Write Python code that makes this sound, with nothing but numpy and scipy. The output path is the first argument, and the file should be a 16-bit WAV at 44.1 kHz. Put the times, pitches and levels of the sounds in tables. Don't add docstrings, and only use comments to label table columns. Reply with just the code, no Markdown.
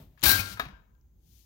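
import sys
import numpy as np
from scipy import signal
from scipy.fft import rfft, irfft
from scipy.io import wavfile
from scipy.ndimage import uniform_filter1d

SR = 44100
rng = np.random.default_rng(int(sys.argv[2]) if len(sys.argv) > 2 else 0)


def pcm_store(signal):
    levels = np.round(np.clip(np.atleast_2d(signal), -1, 1) * 32767)
    wavfile.write(sys.argv[1], SR, levels.astype(np.int16).T)


def nominal_scale(level):
    x = np.asarray(level, float) / 20
    return 10 ** x


N = 63945
T = np.arange(N) / SR


def noise():
    return rng.standard_normal(N)


def unit(x):
    return x / np.sqrt(np.mean(x ** 2))


def butter(x, hz, kind):
    return signal.sosfilt(signal.butter(2, hz, kind, fs=SR, output="sos"), x)


def waver(size):
    return unit(uniform_filter1d(uniform_filter1d(noise(), size=size), size=size))


def colour(x, points, power=1):
    size = 4096
    hz, db = np.array(points, float).T
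    bins_hz = np.arange(size // 2 + 1) * SR / size
    log_gain = power * np.interp(np.log(bins_hz + 1), np.log(hz), db) * np.log(10) / 20
    cepstrum = irfft(log_gain)
    cepstrum[1:size // 2] *= 2
    cepstrum[size // 2 + 1:] = 0
    return signal.fftconvolve(x, irfft(np.exp(rfft(cepstrum))))[:N]


def ring(x, hz, t60):
    pole = np.exp(2j * np.pi * hz / SR - np.log(1000) / (max(t60, 1e-3) * SR))
    return signal.lfilter([1], [1, -pole], x).imag


def tick(at_s, db, push_s):
    shape = np.exp(-.5 * ((T - at_s) / push_s) ** 2)
    return nominal_scale(db) * shape / shape.sum()


def burst(at_s, spread_s):
    return (T > at_s) * np.exp(-np.abs(T - at_s) / max(spread_s, 5e-4))


def curve(points, axis):
    rows = np.array(points)
    return np.interp(T, rows[:, 0], rows[:, axis])


def gated(points):
    return (T > points[0][0]) * (T < points[-1][0]) * nominal_scale(curve(points, axis=1))


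def wide(points):
    mid, side = colour(noise(), points), colour(noise(), points)
    side = colour(side, [(60, -18.5), (300, -3.0), (1000, -1.5)])
    return (mid + side * np.array([[1], [-1]])) / np.sqrt(np.mean(mid ** 2))


def tearing():
    # t/s, tearing level/dB, brightness/dB
    push = [
        (.227, -48, -24),
        (.233, -29.5, -11.5),
        (.236, -20.5, 1),
        (.32, -24, 5),
        (.35, -23.5, -1.5),
        (.41, -31.5, 2),
        (.435, -37.5, -7.5),
        (.54, -41, -6.5),
        (.55, -50.5, -9),
        (.592, -58.5, -18),
    ]
    # t/s, peak/dB, length/s
    jerks = [(0.228, -19, 0.0045), (0.2368, -5.5, 0.0063), (0.255, -6, 0.0076), (0.261, -11, 0.0053),
             (0.271, -8, 0.0038), (0.279, -10, 0.0086), (0.2924, -3.5, 0.0022), (0.2965, -8, 0.0023),
             (0.304, -9, 0.0047), (0.3077, -11, 0.0018), (0.3151, -6, 0.0036), (0.323, -18, 0.0031),
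             (.393, -20, 0.003), (0.401, -26, 0.0027), (0.406, -26, 0.0036)]
    # f/Hz, density/dB per Hz
    flesh_colour = [(150, -7), (300, -9.5), (580, -11.5), (1600, -4.5), (3300, -6), (4200, -1.5),
                    (7500, -12.5), (16000, -4)]
    # t/s, level/dB
    strain_level = [(.172, -82), (.178, -63.5), (.2, -64), (.226, -59.5)]
    # f/Hz, density/dB per Hz
    strain_colour = [(700, -14.5), (1100, -0.5), (2000, -2), (4000, -6.5), (7500, -26.5), (14000, -15.5)]
    grains_per_s, spread_db = 20000, 1.2
    chance, size = rng.random((N, 2)).T
    full_or_half = np.where(chance < grains_per_s / SR, 1, .5)
    grains = full_or_half * nominal_scale(-spread_db * np.log(size + 1e-9)) * noise()

    level = gated(push)
    for at_s, db, length_s in jerks:
        rise = 1 - burst(at_s, length_s / 6)
        level = level + nominal_scale(db - 7.0) * rise * burst(at_s, length_s)
    flesh = unit(colour(grains, flesh_colour))
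    treble = butter(flesh, 7500, "high")
    bright = flesh + (nominal_scale(curve(push, axis=2)) - 1) * treble
    strain = unit(colour(grains, strain_colour)) * gated(strain_level)
    return level * bright + strain, frame(grains * level)


def frame(shake):
    # f/Hz, level/dB, t60/s
    modes = [(1392.3, -14, 0.72), (1551, -14, 0.35), (1590.6, -2, .33), (2230, -5.5, 0.03),
             (2481.5, -6, 0.11), (3050, -16.5, 0.12), (3873, -6.5, 0.14), (4028, -7.5, 0.12),
             (4364, -6.5, 0.09), (4440, -7.5, 0.071), (5600, -9, 0.1), (6523, -8.5, 0.059),
             (13740, -11.5, .08), (15580, -5.5, 0.1182)]
    # t/s, strength/dB, centre of the blow f/Hz
    knocks = [(0.234, -28.5, 4000), (0.2577, -20, 4200), (0.262, -20.5, 1600), (.283, -25.5, 1450),
              (0.2928, -15.5, 4250), (.304, -19.5, 4400), (.296, -17.5, 1612), (0.314, -22, 4400),
              (0.318, -25, 1450), (.38, -27, 2500), (.39, -24.5, 2230), (.396, -23.5, 2460),
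              (0.403, -28.5, 5600), (0.735, -49, 1245), (0.944, -53, 1230)]
    # t/s, level/dB
    grip = [(.8, 0), (.9, -18)]
    shake_db, blow_octaves, waver_db = -46.5, 0.41, 1
    at_s, strength_db, aim_hz = np.array(knocks, float).T
    out = 0
    for k, (hz, db, t60) in enumerate(modes):
        octaves_off = np.log2(hz / aim_hz) / blow_octaves
        blows = np.bincount((at_s * SR).astype(int), nominal_scale(strength_db - 4.7 * octaves_off ** 2), N)
        gain = (-1) ** k * nominal_scale(db + waver_db * waver(400))
        out = out + gain * ring(blows + nominal_scale(shake_db) * shake, hz, t60)
    return out * nominal_scale(curve(grip, axis=1))


def linkage():
    # t/s, peak/dB, pitch f/Hz, t60/s
    clicks = [
        (0.017, -50.5, 1202, 0.0037),
        (0.175, -56.5, 1700, 0.033),
        (0.176, -66, 1100, 0.035),
        (0.1942, -52, 6680, 0.0088),
        (0.1952, -55, 5032, .006),
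        (.211, -40, 12000, .001),
        (0.2182, -44, 6700, 0.0071),
        (.2190, -39, 3700, .006),
        (0.951, -60, 3505, 0.001),
        (1.012, -66, 6000, 0.0039),
    ]
    spit = noise()
    out = 0
    for at_s, db, hz, t60 in clicks:
        out = out + ring(nominal_scale(db - 12.5) * spit * burst(at_s, 0.0013), hz, t60)
        out = out + nominal_scale(db - 13.0) * spit * burst(at_s, .001)
    return out


def sticks():
    # t/s, peak/dB, spread/s
    drops = [
        (0.571, -38.5, 0.0053),
        (0.578, -42, 0.0036),
        (0.596, -21, 0.0019),
        (0.598, -20, 0.0036),
        (0.6063, -28.5, 0.0034),
        (0.611, -36, 0.025),
        (0.62, -43, .005),
        (0.6531, -41.5, 0.0056),
        (.684, -48, 0.01),
    ]
    # t/s, level/dB
    clacks = [
        (.5953, -25.5),
        (.5963, -28),
        (0.5969, -24),
        (.6, -32),
        (.6058, -34),
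    ]
    # f/Hz, level/dB, t60/s
    modes = [(310, -15, 0.024), (729, -8, 0.027), (1054, -6.5, 0.013), (1261, -4.5, 0.03),
             (1691, -2, 0.026), (2050, -12, 0.025), (2458, -9, 0.033), (3336, -15.5, 0.021),
             (3660, -12.5, .025), (3840, -16, 0.097), (4410, -15, 0.024)]
    slaps = noise() * sum(nominal_scale(db) * burst(at_s, spread_s) for at_s, db, spread_s in drops)
    crack = colour(rng.choice([-1., 1.], N) * slaps,
                   [(250, -6), (600, -4.5), (1000, 5), (3800, -2), (4400, -7), (6500, -11), (7500, -22),
                    (14000, -12)])
    blow = nominal_scale(-21.5) * slaps - sum(tick(at_s, db, 3e-5) for at_s, db in clacks)
    board = sum((-1) ** k * nominal_scale(db) * ring(blow, hz, t60) for k, (hz, db, t60) in enumerate(modes))
    return board, nominal_scale(-1.5) * crack


def counter():
    # t/s, peak/dB, pitch f/Hz, t60/s
    booms = [(0.231, -31, 151, 0.11), (0.257, -29.5, 50, 0.2), (0.2701, -16, 60, 0.075),
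             (0.271, -25.5, 107, 0.034), (0.289, -30.5, 105, .15), (.335, -27.5, 97.4, 0.45),
             (0.392, -25.5, 97.76, 0.37), (0.391, -25, 184, 0.043), (0.489, -45, 61.8, 0.47),
             (0.54, -37.5, 105, 0.16), (0.621, -38.5, 59.4, 0.18), (.63, -46.5, 261, 0.21),
             (.72, -53.5, 301, 0.14), (0.227, -35, 225, 0.13), (0.23, -29, 310, 0.13),
             (.262, -33, 306, .06), (.45, -46, 193, 0.18), (.51, -43, 190, 0.2), (0.661, -37, 137.7, .12),
             (0.689, -45, 193.3, 0.15), (.73, -37.5, 54.8, 0.12), (1.323, -47.5, 56.6, 0.091)]
    return sum(ring(tick(at_s, db, 0.044 / hz), hz, t60) for at_s, db, hz, t60 in booms)


def sleeve():
    # f/Hz, density/dB per Hz
    cloth = [(880, -48.5), (1500, -16.5), (2110, -13), (3280, -4), (6650, -2), (7700, -11), (14900, 0),
             (15600, -7.5)]
    peak_s, rise_s, fall_s = 1.379, .12, 0.1
    swell = np.exp(-((T - peak_s) / np.where(T < peak_s, rise_s, fall_s)) ** 2)
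    rub = unit(colour(noise(), cloth)) * swell * nominal_scale(-58.5)
    return rub * nominal_scale(np.array([[0], [-49]]))


def room(x):
    # f/Hz, t60/s
    decay = [(100, 1), (1000, 0.55), (4000, 0.39), (16000, 0.14)]
    hz, t60 = np.array(decay, float).T
    tail = 0
    for low_hz in 60 * 2 ** np.arange(8):
        band = butter(noise(), [low_hz, low_hz * 2.0], "band")
        band_t60 = np.interp(np.log(low_hz * 1.4), np.log(hz), t60)
        tail = tail + band * nominal_scale(-60 * T / band_t60)
    tail = tail * np.clip(T / 0.0019, 0, 1)
    return signal.fftconvolve(x, tail / np.sqrt(np.sum(tail ** 2)))[:N]


def kitchen():
    # f/Hz, density/dB per Hz
    hum_colour = [(15, -38.5), (30, -15.5), (55, 3.5), (76, -5.5), (119, -12), (421, -32), (1000, -53),
                  (1300, -84.5), (2200, -120)]
    # f/Hz, density/dB per Hz
    hiss_colour = [(410, -44), (700, -18.5), (797, -0.5), (873, -8), (2050, -14), (5860, -17.5), (6420, -7),
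                   (8760, -25.5), (15500, -5.5)]
    # t/s, level/dB
    creak_level = [(0, -57), (.03, -60), (.09, -73.5), (.17, -75)]
    # f/Hz, density/dB per Hz
    creak_colour = [(300, -14), (600, 1), (1500, -13.5), (3500, -13), (7500, -23), (11000, -22.5),
                    (13000, -10.5), (16000, -15.5)]
    hum = wide(hum_colour) * nominal_scale(-58 + 2.2 * waver(1500))
    hiss = wide(hiss_colour) * nominal_scale(-77.5 + np.array([[1], [-3]]))
    creak = wide(creak_colour) * nominal_scale(curve(creak_level, axis=1) + np.array([[2], [-6]])) * (T < .23)
    creak_low = unit(butter(noise(), [50, 170], "band")) * nominal_scale(-47.5 - 60 * T / .5)
    return hum + hiss + creak + creak_low


def scene():
    # f/Hz, left over right/dB
    left_over_right = [(60, -3.5), (200, -3), (380, -4.5), (700, 6.5), (1290, 10), (4400, 16), (8120, 15),
                       (15000, 23)]
    right_lag_s, boom_lag_s, scatter_s = .00015, 0.00051, 0.01
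    board, crack = nominal_scale(3.5) * np.array(sticks())
    fall = board + crack
    fall_to_room = nominal_scale(-7.5) * board + nominal_scale(5.5) * crack
    flesh, steel = nominal_scale(3.5) * np.array(tearing())
    flesh = flesh + nominal_scale(4.5) * linkage()
    shaded = flesh + nominal_scale(-4) * steel

    left = flesh + steel + fall + nominal_scale(-15) * room(flesh + nominal_scale(-4.5) * steel + fall_to_room)

    scatter = noise() * np.exp(-T / scatter_s)
    scattered = signal.fftconvolve(shaded, scatter / np.sqrt(np.sum(scatter ** 2)))[:N]
    late = np.interp(T - right_lag_s, T, shaded) * nominal_scale(-8)
    late = late + nominal_scale(6.5) * colour(scattered, [(300, -12.5), (1500, -4.5)])
    right = colour(late, left_over_right, power=-0.84) * nominal_scale(-5.5)
    right = right + nominal_scale(-23.5) * room(shaded + nominal_scale(-1) * fall_to_room)
    late_fall = np.interp(T - right_lag_s, T, fall)
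    right = right + nominal_scale(-10.5) * colour(late_fall, [(400, 10.0), (1500, 2.5), (8000, -4.5)])

    booms = counter()
    late_booms = np.interp(T - boom_lag_s, T, booms)
    return np.array([left + booms, right + late_booms]) + kitchen() + sleeve()


def roll_off(x):
    return signal.sosfilt(signal.butter(12, 16820, fs=SR, output="sos"), x)


def record(dry):
    rounded = np.tanh(1.037 * dry) / 1.132
    no_rumble = butter(rounded, 36, "high")
    top_cut = signal.ellip(6, .2, 40, 15750, fs=SR, output="sos")
    return roll_off(signal.sosfiltfilt(top_cut, no_rumble))


dry = scene()
out = record(dry)
pcm_store(out)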